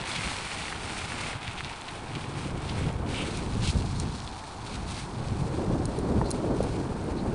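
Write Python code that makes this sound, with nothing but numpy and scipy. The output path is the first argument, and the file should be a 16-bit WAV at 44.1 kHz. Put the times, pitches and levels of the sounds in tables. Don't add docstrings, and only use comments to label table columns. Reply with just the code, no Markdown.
import sys
import numpy as np
from scipy import signal
from scipy.fft import rfft, irfft
from scipy.io import wavfile

SR = 44100
rng = np.random.default_rng(int(sys.argv[2]) if len(sys.argv) > 2 else 0)


def store_wav(level_fs):
    pcm = np.round(np.clip(np.atleast_2d(level_fs), -1, 1) * 32767)
    wavfile.write(sys.argv[1], SR, pcm.T.astype(np.int16))


N = 323694


def from_db(db):
    return 10 ** (np.asarray(db) / 20)


def rms_one(x):
    return x / np.sqrt(np.mean(x ** 2) + 1e-20)


def peak_one(x):
    return x / (np.abs(x).max() + 1e-20)


def add(out, s, sound):
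    part = out[max(round(s * SR), 0):][:len(sound)]
    part += sound[:len(part)]


def in_time(rows):
    s, *columns = np.transpose(rows)
    return [np.interp(np.arange(N) / SR, s, c) for c in columns]


def swell(middle, width):
    return np.exp(-((np.arange(N) / SR - middle) / width) ** 2)


def patch(start, length, attack_s=0.03, release_s=0.05):
    t = np.arange(N) / SR - start
    return np.clip(.5 + np.minimum(t / attack_s, (length - t) / release_s), 0, 1)


def drift(rate):
    knots = rng.standard_normal(N // 20)
    return rms_one(np.interp(np.arange(N) / SR * rate, np.arange(len(knots)), knots))


def grains(per_s, spread_db):
    sizes = from_db(spread_db * np.minimum(rng.exponential(1, N), 4)) * rng.choice([-1, 1], N)
    return rms_one(sizes * (rng.random(N) < per_s / SR))


def burst(t60):
    t = np.arange(N // 100) / SR
    cluster = rng.standard_normal(len(t)) * from_db(-60 * t / t60)
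    return cluster / np.linalg.norm(cluster)


def ring(clicks, hz, t60):
    r, w = from_db(-60 / (t60 * SR)), 2 * np.pi * hz / SR
    return signal.lfilter([0, np.sin(w)], [1, -2 * r * np.cos(w), r * r], clicks + 1e-18)


def around(x, hz, octaves):
    edges = np.clip(hz * 2 ** (octaves * np.array([-.5, .5])), 20, SR / 2 - 1)
    return signal.sosfilt(signal.butter(2, edges, "band", fs=SR, output="sos"), x + 1e-18)


def coloured(x, spectrum):
    hz, db = np.transpose(spectrum)
    bins = np.maximum(np.fft.rfftfreq(N, 1 / SR), 1)
    gain = from_db(np.interp(np.log(bins), np.log(hz), db))
    cepstrum = irfft(np.log(gain), N)
    minimum_phase = np.exp(2 * rfft(cepstrum[:N // 2], N))
    return rms_one(irfft(rfft(x) * minimum_phase, N))


def distance_db(closest_m=3.97, closest_s=0.21, speed_m_per_s=3.44):
    along_m = speed_m_per_s * (np.arange(N) / SR - closest_s)
    return -20 * np.log10(np.hypot(1, along_m / closest_m))


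def dips_db():
    # middle in seconds, half width in seconds, depth in dB.
    dips = [(0.795, 0.042, 4.5), (1.39, 0.038, 2), (1.845, 0.018, 4.5), (2.03, 0.068, 4), (2.27, 0.04, 3.5),
            (2.58, 0.079, 3), (2.99, 0.078, 6)]
    return sum(db * swell(s, width) for s, width, db in dips)


def tyre_levels():
    # start and length in seconds, extra crunch and extra powder in dB.
    bites = [(0.05, 1.27, 2, 5.5), (0.1, 0.24, 2, 2), (1.168, 0.21, 3.5, 1.5), (2.352, 0.15, 2.5, 3.5),
             (2.646, 0.26, 3, 2.5), (3.072, 0.36, 5, 5.5), (3.095, 0.2, 4, 2.5), (3.428, 0.61, 1.5, 2.5),
             (3.618, 0.1, 9.5, 8.5), (4.65, 0.14, 6, 2.5), (4.875, 0.17, 8.5, 8.5), (6.27, 0.12, 2.5, 3),
             (6.57, 0.19, 3.5, 2.5)]
    far_db = distance_db()
    ground_db = 0.8 * drift(rate=28) - dips_db()
    bite_db = sum(db * patch(s, length) for s, length, db, _ in bites)
    spray_db = sum(db * patch(s, length) for s, length, _, db in bites)
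    crunch_db = -42 + 0.72 * far_db + ground_db + bite_db
    powder_db = -48 + 0.31 * far_db + ground_db + spray_db
    tread_db = -43.5 + 1.09 * far_db + ground_db + 0.99 * bite_db
    return crunch_db, powder_db, tread_db


def tyres():
    # time in seconds, share of hard ice from 0 to 1.
    hardness = [(0, 0.2), (1.2, 0.05), (1.7, 0.12), (3.25, 0.02), (3.65, 0.75), (4.3, 1), (4.8, 0.54),
                (7.34, 0.08)]
    # frequency in Hz, relative level in dB.
    snow_spectrum = [(600, -29.5), (1300, -1.5), (1900, -10), (2250, -1.5), (2900, -5), (3500, -4),
                     (4200, -6.5), (5300, -14.5), (9000, -32.5)]
    ice_spectrum = [(1000, -22), (1900, -28.5), (2300, -7), (2900, -11.5), (3400, -6), (4300, -5),
                    (4900, -11), (9000, -19.5)]
    powder_spectrum = [(2000, -22.5), (3200, 0.5), (4200, 11.5), (5200, 7), (7000, 3), (9000, 5.5),
                       (10300, -4)]
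    tread_spectrum = [(150, -2), (350, 0.5), (580, 0), (850, 3), (1300, -1.5), (1700, -1), (2100, 0.5),
                      (2700, -3), (5000, -30)]
    crunch_db, powder_db, tread_db = tyre_levels()
    hard = np.clip(in_time(hardness)[0], 0, 1)
    clumps = from_db(1.03 * drift(rate=90))
    fractures = grains(per_s=5000 * clumps, spread_db=2.0) * clumps
    crystals = grains(per_s=16000, spread_db=4.0) * clumps
    knobs = grains(per_s=9000, spread_db=2.0) + 0.96 * grains(per_s=900, spread_db=6.0)
    crunch = np.sqrt(1 - hard) * coloured(fractures, snow_spectrum)
    crunch += np.sqrt(hard) * coloured(grains(per_s=4000, spread_db=5.0) * clumps, ice_spectrum)
    powder = from_db(powder_db) * coloured(crystals + 0.89 * fractures, powder_spectrum)
    tread = from_db(tread_db) * coloured(knobs, tread_spectrum)
    return from_db(crunch_db) * crunch + powder + tread


def small_snaps(per_s=140, cycles=4.1):
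    pitches = np.geomspace(2000, 4200, num=6)
    rings = sum(ring(grains(per_s / len(pitches), spread_db=1.2), hz, cycles / hz) for hz in pitches)
    level_db = -45 + 0.95 * distance_db() - dips_db()
    return from_db(level_db) * rms_one(around(rings, hz=2980, octaves=1.84))


def turbulence(spectrum, lumpy_db, rate):
    return coloured(rng.standard_normal(N) * from_db(lumpy_db * drift(rate)), spectrum)


def wind(steepness=0.25):
    # time in seconds, rumble in dB, small eddies in dB.
    gusts = [(0.0, -44, -47.5), (0.55, -44, -49.5), (1.24, -42, -42.5), (1.39, -48.5, -51),
             (1.66, -42.5, -46), (1.76, -53, -51.5), (2.11, -45.5, -44), (2.55, -39, -37.5),
             (2.64, -38, -43), (2.82, -29.5, -39), (3.27, -34, -36), (3.7, -28, -42.5), (3.72, -37, -45),
             (3.76, -23.5, -32.5), (3.9, -31, -47), (4.05, -29, -40), (4.09, -30.5, -48),
             (4.46, -49, -50.5), (4.72, -36.5, -44), (5.13, -38, -45.5), (5.23, -34.5, -37.5),
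             (5.42, -31.5, -37.5), (5.53, -35, -37), (5.72, -26, -30), (5.95, -34.5, -32.5),
             (6.15, -26.5, -26.5), (6.33, -34.5, -33.5), (6.43, -33.5, -28), (6.62, -29, -32.5),
             (6.88, -34, -34.5), (7.34, -31, -32)]
    # frequency in Hz, relative level in dB.
    rumble_spectrum = [(12, -15), (25, -8), (50, -1.5), (85, 0.5), (130, -1), (200, -6), (300, -17),
                       (500, -26.5), (900, -100.5)]
    eddy_spectrum = [(90, -32), (180, 0), (300, 2.5), (420, -1), (600, -7.5), (900, -13), (1400, -26),
                     (2200, -39.5), (5000, -78)]
    # start in seconds, peak in dB, pitch in Hz, length in seconds.
    buffets = [(0.0, -32, 172, 0.03), (0.178, -31.5, 134, 0.026), (0.24, -28.5, 60.7, 0.046),
               (0.255, -30, 191, 0.029), (1.021, -34, 97, 0.043), (1.336, -29.5, 102, 0.041),
               (1.47, -32, 104, 0.038), (2.148, -26, 140, 0.037), (2.858, -20.5, 124, 0.024),
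               (3.759, -18, 84.5, 0.027), (5.312, -16.5, 113, 0.025), (5.415, -19, 115, 0.018),
               (5.799, -18, 232, 0.0056)]
    rumble_db, eddy_db = in_time(gusts)
    out = from_db(rumble_db) * turbulence(rumble_spectrum, lumpy_db=1.0, rate=33)
    out += from_db(eddy_db) * turbulence(eddy_spectrum, lumpy_db=2.5, rate=70)
    for s, db, hz, length in buffets:
        t = np.arange(N) / SR - s
        phase = 2 * np.pi * hz * t
        swing = np.sin(phase + steepness * np.sin(phase))
        envelope = np.sin(np.pi * np.clip(t / length, 0, 1)) ** 2
        out += from_db(db) * envelope * swing
    return out


def city(level_db=-43):
    # frequency in Hz, relative level in dB.
    spectrum = [(100, 5.5), (300, -2.5), (550, -5.5), (720, 5), (880, 7), (1050, 4), (1250, 0),
                (1500, -1.5), (1900, -10), (3000, -39), (4200, -24), (5500, -51), (10000, -41)]
    return from_db(level_db) * coloured(rng.standard_normal(N), spectrum)


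def crackles(trim_db=-5.0):
    # middle and half width in seconds, level in dB before the trim, pitch in Hz.
    collapses = [(0.118, 0.0096, -33.5, 3160), (0.161, 0.023, -30, 2830), (0.236, 0.006, -32, 2190),
                 (0.517, 0.0078, -33.5, 2240), (0.728, 0.0059, -30.5, 1750), (0.968, 0.006, -32, 1800),
                 (1.24, 0.007, -33, 2200), (1.451, 0.0074, -34, 2500), (1.473, 0.0081, -36, 2600),
                 (1.587, 0.017, -34.5, 2620), (1.65, 0.023, -39, 3050), (1.886, 0.0067, -31, 2780),
                 (2.159, 0.0037, -32, 2780), (2.696, 0.0076, -32.5, 3420), (3.645, 0.014, -34, 3400),
                 (3.682, 0.02, -31, 3200), (4.278, 0.0054, -43, 3020)]
    fractures = grains(per_s=1500, spread_db=1.0)
    return sum(from_db(db + trim_db) * rms_one(around(fractures, hz, octaves=0.87)) * swell(s, width)
               for s, width, db, hz in collapses)


def ice_snaps(crumble_db=-9, crumble_s=0.014):
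    # start in seconds, peak in dB, pitch in Hz.
    snaps = [(0.1635, -21, 3300), (0.2358, -22, 2200), (0.2754, -20.5, 1690), (0.286, -24, 2300),
             (0.311, -27, 1700), (0.4725, -28, 1430), (0.682, -21, 2000), (0.7257, -22, 1420),
             (0.9685, -30, 2200), (0.983, -32, 2400), (1.1207, -24, 1550), (1.267, -25, 2300),
             (1.331, -22, 2200), (1.3848, -36, 1300), (1.4185, -32, 2430), (1.4763, -27, 2300),
             (1.4794, -19.5, 2450), (1.578, -33, 2550), (1.607, -19, 1620), (1.6467, -20, 3120),
             (1.8195, -26.5, 2800), (1.8875, -24.5, 2590), (2.135, -30, 2300), (2.1525, -22.5, 2840),
             (2.2418, -27.5, 2020), (2.695, -27, 2600), (2.855, -31, 2550), (2.891, -25.5, 1980),
             (3.091, -28, 3400), (3.145, -24, 2300), (3.426, -32, 2800), (3.4627, -28.5, 2350),
             (3.622, -29, 3300), (3.823, -25, 3000), (4.087, -33, 4100), (4.203, -25, 4200),
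             (4.2762, -25, 3020), (4.347, -32, 3400), (5.285, -30, 3800)]
    out = np.zeros(N)
    for s, db, hz in snaps:
        push = from_db(crumble_db) * burst(crumble_s)
        push[0] += 1
        add(out, s, from_db(db) * peak_one(around(push, hz, octaves=1.07)))
    return out


def drone(hz=135, t60=0.074, half_width_s=0.19):
    # middle of a swell in seconds, its level there in dB.
    swells = [(1.45, -48), (2.15, -39.5), (2.55, -39), (5.38, -35)]
    level = sum(from_db(db) * swell(s, half_width_s) for s, db in swells)
    return level * rms_one(ring(rng.standard_normal(N), hz, t60))


def metal_ticks(contact_s=0.0022, part_db=-5, part_t60=0.016, crack_s=0.0025):
    # start in seconds, peak in dB before the high-pass, the part's own ring in Hz.
    ticks = [(1.8125, -30, 7600), (1.911, -38, 7800), (2.927, -39, 7400), (3.373, -27, 8700),
             (3.571, -40, 7460), (3.675, -22, 8400), (3.999, -18.5, 8780), (5.855, -21.5, 9370),
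             (5.988, -28, 9150), (6.2605, -36, 4400), (6.3058, -20.5, 9940), (6.313, -18.5, 8600),
             (6.628, -31, 8200), (6.637, -31.5, 8000), (7.041, -40, 5400)]
    # frequency in Hz, relative level in dB, t60 in seconds.
    metal_modes = [(4170, -4, 0.019), (4630, -13, 0.0038), (5450, -3.5, 0.0073), (6560, -1, 0.0042),
                   (7540, -8, 0.0068), (8700, -6, 0.019), (9200, -9, 0.0096), (9810, -2.5, 0.02)]
    out = np.zeros(N)
    for s, db, part_hz in ticks:
        modes = list(metal_modes) + [(part_hz, part_db, part_t60)]
        tick = sum(from_db(mode_db) * peak_one(ring(burst(contact_s), hz, t60))
                   for hz, mode_db, t60 in modes)
        crack = peak_one(around(burst(crack_s), hz=9500, octaves=0.52))
        add(out, s, from_db(db) * peak_one(tick + crack))
    return signal.sosfilt(signal.butter(2, 3500, "high", fs=SR, output="sos"), out)


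def skid(start_s=3.142, length_s=0.1, level_db=-40.5):
    scrape = around(grains(per_s=9000, spread_db=2.5), hz=2730, octaves=0.46)
    return from_db(level_db) * patch(start_s, length_s) * rms_one(scrape)


def knocks(overtone_db=-17):
    # start in seconds, peak in dB, pitch in Hz, t60 in seconds.
    slaps = [(6.2139, -15.5, 880, 0.012), (6.6042, -14.5, 540, 0.015)]
    out, t = np.zeros(N), np.arange(N // 100) / SR
    for s, db, hz, t60 in slaps:
        phase = 2 * np.pi * hz * t
        swing = np.sin(phase) + from_db(overtone_db) * np.sin(2 * phase)
        envelope = np.minimum(hz * t, 1) * from_db(-60 * t / t60)
        add(out, s, from_db(db) * peak_one(swing * envelope))
    return out


def squeaks():
    # middle and half width in seconds, level in dB, pitch in Hz.
    rubs = [(6.268, 0.017, -47, 4320), (7.19, 0.026, -50, 4160)]
    friction = rng.standard_normal(N)
    return sum(from_db(db) * swell(s, width) * rms_one(around(friction, hz, octaves=0.22))
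               for s, width, db, hz in rubs)


def scene():
    air = wind() + knocks()
    snow_and_ice = tyres() + skid() + ice_snaps() + crackles() + small_snaps()
    bicycle_parts = metal_ticks() + squeaks()
    return (air + snow_and_ice + bicycle_parts + city() + drone())[None]


def record(dry, cutoff_hz=10400):
    return signal.sosfilt(signal.ellip(10, .2, 80, cutoff_hz, fs=SR, output="sos"), dry)


dry = scene()
out = record(dry)
store_wav(out)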